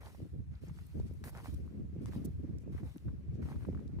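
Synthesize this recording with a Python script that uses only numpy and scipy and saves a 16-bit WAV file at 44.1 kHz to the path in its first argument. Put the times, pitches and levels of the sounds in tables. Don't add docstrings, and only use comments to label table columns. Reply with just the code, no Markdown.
import sys
import numpy as np
from scipy import signal
from scipy.fft import rfft, irfft
from scipy.io import wavfile
from scipy.ndimage import uniform_filter1d

SR = 44100
rng = np.random.default_rng(int(sys.argv[2]) if len(sys.argv) > 2 else 0)


def dump(signal):
    limited = np.clip(np.atleast_2d(signal).T, -1, 1)
    pcm = np.round(limited * 32767).astype(np.int16)
    wavfile.write(sys.argv[1], SR, pcm)


N = 176400
T = np.arange(N) / SR
HZ = np.fft.rfftfreq(N, 1 / SR)

# (frequency [Hz], relative level [dB])
SCRAPE_SPECTRUM = [(150, -41), (450, 3), (900, -1), (1400, -3.5), (2100, -3), (2900, -14), (5000, -23),
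                   (15000, -47)]


def amp(db):
    return 10 ** (np.asarray(db) / 20)


def unit(x):
    return x / np.sqrt(np.mean(x ** 2) + 1e-20)


def curve(points):
    hz, value = np.transpose(points)
    return np.interp(np.log(HZ + 1), np.log(hz), value)


def colour(x, spectrum):
    log_gain = np.log(amp(curve(spectrum)))
    phase = -signal.hilbert(np.r_[log_gain, log_gain[-2:0:-1]]).imag[:len(HZ)]
    return unit(irfft(rfft(x) * np.exp(log_gain + 1j * phase), N))


def add(mix, start_s, sound):
    part = mix[..., max(round(start_s * SR), 0):][..., :sound.shape[-1]]
    part += sound[..., :part.shape[-1]]


def patchy(x, depth_db=2.6, patch_hz=300, patch_s=.03):
    frames = signal.stft(x, nperseg=512, noverlap=384)[2]
    field = rng.standard_normal(frames.shape[-2:])
    field = uniform_filter1d(field, round(patch_hz * 512 / SR), axis=0)
    field = uniform_filter1d(field, round(patch_s * SR / 128), axis=1)
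    frames *= amp(depth_db * unit(field))
    return unit(signal.istft(frames, nperseg=512, noverlap=384)[1][..., :N])


def air(level_db=-77.5):
    # (frequency [Hz], relative level [dB])
    air_spectrum = [(100, 0), (500, -1), (1000, -7), (1700, -8), (2500, -11), (3300, -15), (6000, -18),
                    (10000, -21), (12500, -22), (13500, -30), (15500, -36)]
    return amp(level_db) * patchy(colour(rng.standard_normal((2, N)), air_spectrum))


def eddies(depth_db, rate_hz=38, own_gain=.58):
    shared, *own = noise = rng.standard_normal((3, N))
    drive = rfft(shared + own_gain * np.array(own))
    lumps = unit(irfft(drive / (1 + (HZ / rate_hz) ** 4), N))
    return rng.standard_normal((2, N)) * amp(depth_db * np.tanh(2 * lumps))


def wind():
    # (time [s], relative level [dB])
    rumble_levels = [(0.0, -54.5), (0.17, -55.5), (0.18, -52), (0.22, -42.5), (0.31, -54.5), (0.34, -44),
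                     (0.63, -52.5), (0.66, -46), (0.9, -51.5), (1.01, -39.5), (1.06, -48), (1.29, -48),
                     (1.44, -52), (1.46, -44.5), (2.08, -47), (2.09, -43), (2.34, -42.5), (2.38, -50.5),
                     (2.55, -43), (2.66, -50), (2.75, -44), (2.9, -43.5), (2.94, -59), (3.02, -49),
                     (3.06, -45.5), (3.2, -44.5), (3.23, -50), (3.3, -42.5), (3.53, -47.5), (3.58, -40),
                     (3.68, -52), (3.7, -43), (3.95, -48.5), (4.0, -38)]
    flutter_levels = [(0.0, -66), (0.07, -64), (0.17, -70), (0.2, -49.5), (0.27, -54), (0.315, -75),
                      (0.335, -53.5), (0.4, -58), (0.49, -75.5), (0.53, -61), (0.61, -71.5), (0.63, -57),
                      (0.69, -61.5), (0.92, -71.5), (0.955, -46.5), (1.18, -61.5), (1.27, -52), (1.31, -66),
                      (1.48, -55), (1.71, -54.5), (1.82, -51.5), (1.87, -62.5), (1.95, -51), (2.23, -47.5),
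                      (2.25, -46), (2.34, -61), (2.44, -48), (2.66, -58.5), (2.67, -45), (2.78, -66),
                      (2.83, -46.5), (2.93, -77), (2.96, -50.5), (3.0, -70.5), (3.06, -50.5), (3.17, -55.5),
                      (3.38, -50), (3.66, -51), (3.69, -42), (3.72, -51), (4.0, -52)]
    # (frequency [Hz], relative level [dB])
    rumble_spectrum = [(15, -60), (31, -60.5), (40, -21), (52, -6), (70, 2.5), (95, -0.5), (130, -4),
                       (180, -9), (260, -34), (500, -53.5), (1000, -82)]
    flutter_spectrum = [(60, -21), (120, -2), (190, 1), (280, -2.5), (400, -10.5), (520, -18.5), (680, -29),
                        (1000, -46), (2000, -52.5), (5000, -65.5)]
    hiss_spectrum = [(200, -22), (600, -1.5), (1000, -1.5), (1700, -5.5), (2500, -5.5), (3200, -14.5),
                     (6000, -18), (15000, -47.5)]
    rumble_gain = amp(np.interp(T, *np.transpose(rumble_levels)))
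    flutter_gain = amp(np.interp(T, *np.transpose(flutter_levels)))
    hiss_gain = uniform_filter1d(flutter_gain, round(.13 * SR))
    rumble = rumble_gain * colour(eddies(depth_db=6.5), rumble_spectrum)
    flutter = flutter_gain * colour(eddies(depth_db=5.5), flutter_spectrum)
    hiss = hiss_gain * patchy(colour(rng.standard_normal((2, N)), hiss_spectrum))
    return amp(3) * rumble + amp(4.5) * flutter + amp(-24) * hiss


def thumps(rise_cycles=.3, fall_cycles=.69):
    # (time [s], level [dB], pitch [Hz])
    thump_events = [(.203, -43, 406), (0.218, -45, 145), (0.257, -44, 260), (0.362, -35.5, 157),
                    (0.403, -37, 140), (.638, -39.5, 370), (0.96, -47, 344), (1.000, -33.5, 340),
                    (1.006, -27.5, 107), (1.112, -44, 366), (1.268, -37, 105), (1.539, -37.5, 296),
                    (1.799, -34, 200), (1.965, -33.5, 261), (2.014, -36.5, 250), (2.163, -30, 192),
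                    (2.174, -34.5, 107), (2.253, -31, 212), (2.678, -36.5, 295), (2.750, -34, 280),
                    (2.837, -46.5, 313), (3.07, -47, 328), (3.357, -37.5, 278), (3.688, -29.5, 354),
                    (3.7, -28.5, 204), (3.814, -48, 377)]
    out, lead_s = np.zeros((2, N)), .05
    for time_s, db, hz in thump_events:
        cycles = (T[:SR // 10] - lead_s) * hz
        envelope = np.exp(-(cycles / np.where(cycles < 0, rise_cycles, fall_cycles)) ** 2)
        phase = 2 * np.pi * (cycles + rng.random() + .48 * rng.random((2, 1)))
        add(out, time_s - lead_s, amp(db) * envelope * np.sin(phase))
    return out


def ports(x, left_lag_s=.00016):
    # (frequency [Hz], direct share of power [0-1])
    likeness = [(300, 0.54), (900, 0.97), (1700, 0.4), (2500, 0.49), (4500, 0.14), (6300, 0.68),
                (7500, 0.11), (9500, 0.097), (12000, 0.64), (15000, 0.93)]
    # (frequency [Hz], left minus right [dB])
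    balance = [(500, -1), (1400, 0), (2700, 0.5), (3800, 0), (5000, 1), (7000, -0.5), (9500, -2),
               (12000, -3.5), (13600, 7.5), (15500, -31)]
    fade_in = np.minimum(T / .008, 1) ** 2
    spectra = rfft(x * fade_in)
    direct = np.array([spectra[0] * np.exp(-2j * np.pi * HZ * left_lag_s), spectra[0]])
    share, side_db = curve(likeness), curve(balance) / 2
    blend = np.sqrt(share) * direct + np.sqrt(1 - share) * spectra[1:]
    return irfft(blend * amp([side_db, -side_db]), N)


def fractures(spectrum, per_s, spread_db=1):
    size = amp(spread_db * np.minimum(rng.exponential(1, (3, N)), 4))
    sign = rng.choice([-1., 1.], (3, N))
    hits = rng.random((3, N)) < per_s / SR
    return colour(size * sign * hits, spectrum)


def ticks(trail_db=-20, trail_s=.0076):
    # (time [s], length [s], level [dB], centre [Hz], width [oct], left minus right [dB])
    tick_events = [(0.06, 0.0011, -58.5, 3980, 0.41, -4), (.551, .008, -73, 4130, 0.29, 0),
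                   (0.68, 0.011, -70.5, 6160, 0.26, -1), (0.864, 0.0083, -64, 10900, 0.55, -2),
                   (0.999, 0.0046, -66, 4380, 0.66, -1), (1.057, 0.041, -73, 4200, 0.86, 1),
                   (1.137, 0.0035, -68, 10900, 0.61, 1), (1.239, 0.0049, -56.5, 5100, 0.6, 0),
                   (1.373, 0.0014, -58, 5500, 0.68, -11), (1.539, 0.012, -61.5, 7500, 1, 1),
                   (2.058, 0.0027, -55.5, 3740, 1, 13.5), (2.244, 0.02, -53, 12000, 1.2, -3.5),
                   (2.584, 0.003, -63, 6170, 0.66, -4), (2.592, 0.056, -78.5, 7300, 0.72, -2),
                   (2.783, .003, -74, 8000, .8, 4), (2.971, 0.0077, -64.5, 12000, 0.54, 1),
                   (2.981, 0.0019, -60, 2720, 0.8, 4), (3.326, 0.058, -77, 3980, 0.91, 0),
                   (3.663, 0.0021, -67, 10000, 0.71, 1), (3.802, 0.0049, -73, 3500, 0.86, 0),
                   (3.878, 0.0023, -67, 4400, 0.79, -6)]
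    out, t = np.zeros((2, N)), T[:SR // 10]
    hz = np.fft.rfftfreq(len(t), 1 / SR) + 1
    trail = amp(trail_db) * np.exp(-t / trail_s)
    for start_s, length_s, db, centre_hz, width_oct, pan_db in tick_events:
        band = np.exp(-.5 * (np.log2(hz / centre_hz) / width_oct) ** 2)
        burst = unit(irfft(rfft(rng.standard_normal((2, len(t)))) * band, len(t)))
        envelope = np.sin(np.pi * np.minimum(t / length_s, 1) ** .99) + trail
        add(out, start_s, burst * envelope * amp([[db + pan_db / 2], [db - pan_db / 2]]))
    return out


def cracks(rise_s=.0003, decay_cycles=.85, spray_db=-13.5, spray_fall_s=.0055):
    # (time [s], level [dB], pitch [Hz])
    crack_events = [(0.0317, -44, 780), (0.06, -57, 900), (0.0690, -43, 765), (.081, -54, 800),
                    (0.1473, -49, 790), (.541, -58.5, 1500), (.697, -51.5, 1050), (.773, -58, 1300),
                    (0.788, -47, 1420), (.999, -46.5, 605), (1.2392, -37.5, 1510), (1.261, -56, 1400),
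                    (1.275, -43, 1150), (1.282, -47, 1750), (1.293, -54, 950), (1.351, -45, 1370),
                    (1.357, -53, 1280), (1.366, -47, 940), (1.374, -46, 1680), (1.383, -42, 1520),
                    (1.391, -50, 810), (1.402, -45.5, 950), (1.41, -53, 895), (1.446, -47, 1010),
                    (1.458, -40, 1000), (1.4698, -48.5, 950), (1.478, -53, 850), (1.677, -55.5, 1120),
                    (2.058, -46.5, 1080), (2.123, -47, 1680), (2.134, -48, 930), (2.154, -50, 800),
                    (2.24, -56, 800), (2.779, -51.5, 1870), (2.785, -54, 1510), (2.833, -52.5, 724),
                    (2.961, -52, 1000), (3.083, -53, 1320), (3.089, -54.5, 1090), (3.427, -48.5, 1400),
                    (3.456, -51, 785), (3.487, -42.5, 840), (3.518, -44.5, 970), (3.527, -48.5, 1600),
                    (3.559, -49, 1200), (3.608, -53, 1080), (3.619, -59, 1160), (3.633, -53, 1480),
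                    (3.650, -44, 930), (3.655, -57, 1160), (3.729, -50.5, 840), (3.748, -47, 1150),
                    (3.775, -55, 1470), (3.793, -51.5, 970), (3.827, -62, 1100), (3.987, -49.5, 950)]
    pops, spray, t = np.zeros((3, N)), np.zeros(N), T[:SR // 40]
    for start_s, db, hz in crack_events:
        ring = np.sin(2 * np.pi * (hz * t + rng.random((3, 1))))
        envelope = (1 - np.exp(-t / rise_s)) * np.exp(-t * hz / decay_cycles)
        add(pops, start_s, amp(db) * ring * envelope / envelope.max())
        add(spray, start_s, amp(db + spray_db) * np.exp(-t / spray_fall_s))
    return ports(pops + spray * fractures(SCRAPE_SPECTRUM, per_s=1100))


def steps(heel_fall_s=.0069, roll_fall_s=.038, settle_crumble_db=-9.5):
    # (time [s], rise [s], length [s], grit [dB], scrape [dB], grit tilt [dB/oct])
    heels = [(0.0, .002, 0.022, -73, -61, 2), (0.488, .04, 0.11, -76, -80, -4.5),
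             (0.606, 0.02, 0.061, -70.5, -78, -0.5), (0.663, .012, 0.039, -73.5, -68, -2),
             (1.236, 0.0075, 0.062, -58, -59, 8), (2.007, 0.0091, 0.037, -72.5, -92, -0.5),
             (2.062, 0.0036, 0.028, -64.5, -74, -2.5), (2.713, 0.015, 0.1, -72.5, -67, -0.5),
             (2.768, 0.02, 0.011, -81, -67.5, -1), (3.417, 0.004, 0.061, -69, -67, -2)]
    # (full weight at [s], rise [s], grit [dB], crumble [dB], settling [dB], its fade [dB/s])
    rolls = [(0.067, 0.039, -77, -59.5, -65, 62), (.79, 0.077, -78, -83, -71.5, 12),
             (1.378, 0.044, -76, -56.5, -66, 76), (1.467, 0.034, -60, -80, -69, 66),
             (2.149, 0.043, -65.5, -65.5, -71, 48), (2.877, 0.035, -85, -68, -69.5, 61),
             (3.505, 0.023, -67.5, -58, -73, 38), (3.63, 0.03, -75, -69, -81, 31)]
    # (frequency [Hz], relative level [dB])
    grit_spectrum = [(300, -72.5), (1000, 10.5), (2200, 11.5), (3200, 8), (4500, 7.5), (6000, 4.5),
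                     (7400, 3), (9500, 7), (11300, 2), (13500, 1.5), (15500, -8)]
    crumble_spectrum = [(150, -37.5), (400, -0.5), (800, -1.5), (1200, -7.5), (1800, -12.5), (2500, -26.5),
                        (4000, -26), (8000, -48), (15000, -66)]
    grit = patchy(fractures(grit_spectrum, per_s=6600, spread_db=3.5))
    crumble = fractures(crumble_spectrum, per_s=990)
    scrape = fractures(SCRAPE_SPECTRUM, per_s=1100)
    heel_grit = rfft(patchy(fractures(grit_spectrum, per_s=6600, spread_db=3.5)))
    scuffs, grit_power, crumble_power = np.zeros((3, N)), np.zeros(N), np.zeros(N)
    for start_s, rise_s, length_s, grit_db, scrape_db, tilt_db in heels:
        release = np.exp(-np.maximum(T - start_s - length_s, 0) / heel_fall_s)
        press = np.clip((T - start_s) / rise_s, 0, 1) * release
        sand = unit(irfft(heel_grit * amp(tilt_db * np.log2(HZ + 1000)), N))
        scuffs += press * (amp(grit_db) * sand + amp(scrape_db) * scrape)
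    for peak_s, rise_s, grit_db, crumble_db, settle_db, fade_db_per_s in rolls:
        onset = np.exp(-(np.minimum(T - peak_s, 0) / rise_s) ** 2)
        after_s = np.maximum(T - peak_s, 0)
        press = onset * np.exp(-after_s / roll_fall_s)
        settle = np.sqrt(onset) * amp(settle_db - fade_db_per_s * after_s)
        grit_power += (amp(grit_db) * press) ** 2 + settle ** 2
        crumble_power += (amp(crumble_db) * press) ** 2 + onset * (amp(settle_crumble_db) * settle) ** 2
    return ports(scuffs + grit * np.sqrt(grit_power) + crumble * np.sqrt(crumble_power))


def scene():
    return steps() + cracks() + ticks() + wind() + thumps() + air()


def record(dry):
    low_cut_hz, high_cut_hz = 34, 15600
    fade = np.clip(np.minimum(T, T[-1] - T) / .004, 0, 1)
    highpass = 1 - 1 / (1 + (HZ / low_cut_hz) ** 10)
    thinned = irfft(rfft(dry * fade) * highpass, N)
    lowpass = signal.firwin(401, high_cut_hz, window=("kaiser", 8), fs=SR)
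    return signal.oaconvolve(thinned, lowpass[None], "same")


dry = scene()
out = record(dry)
dump(out)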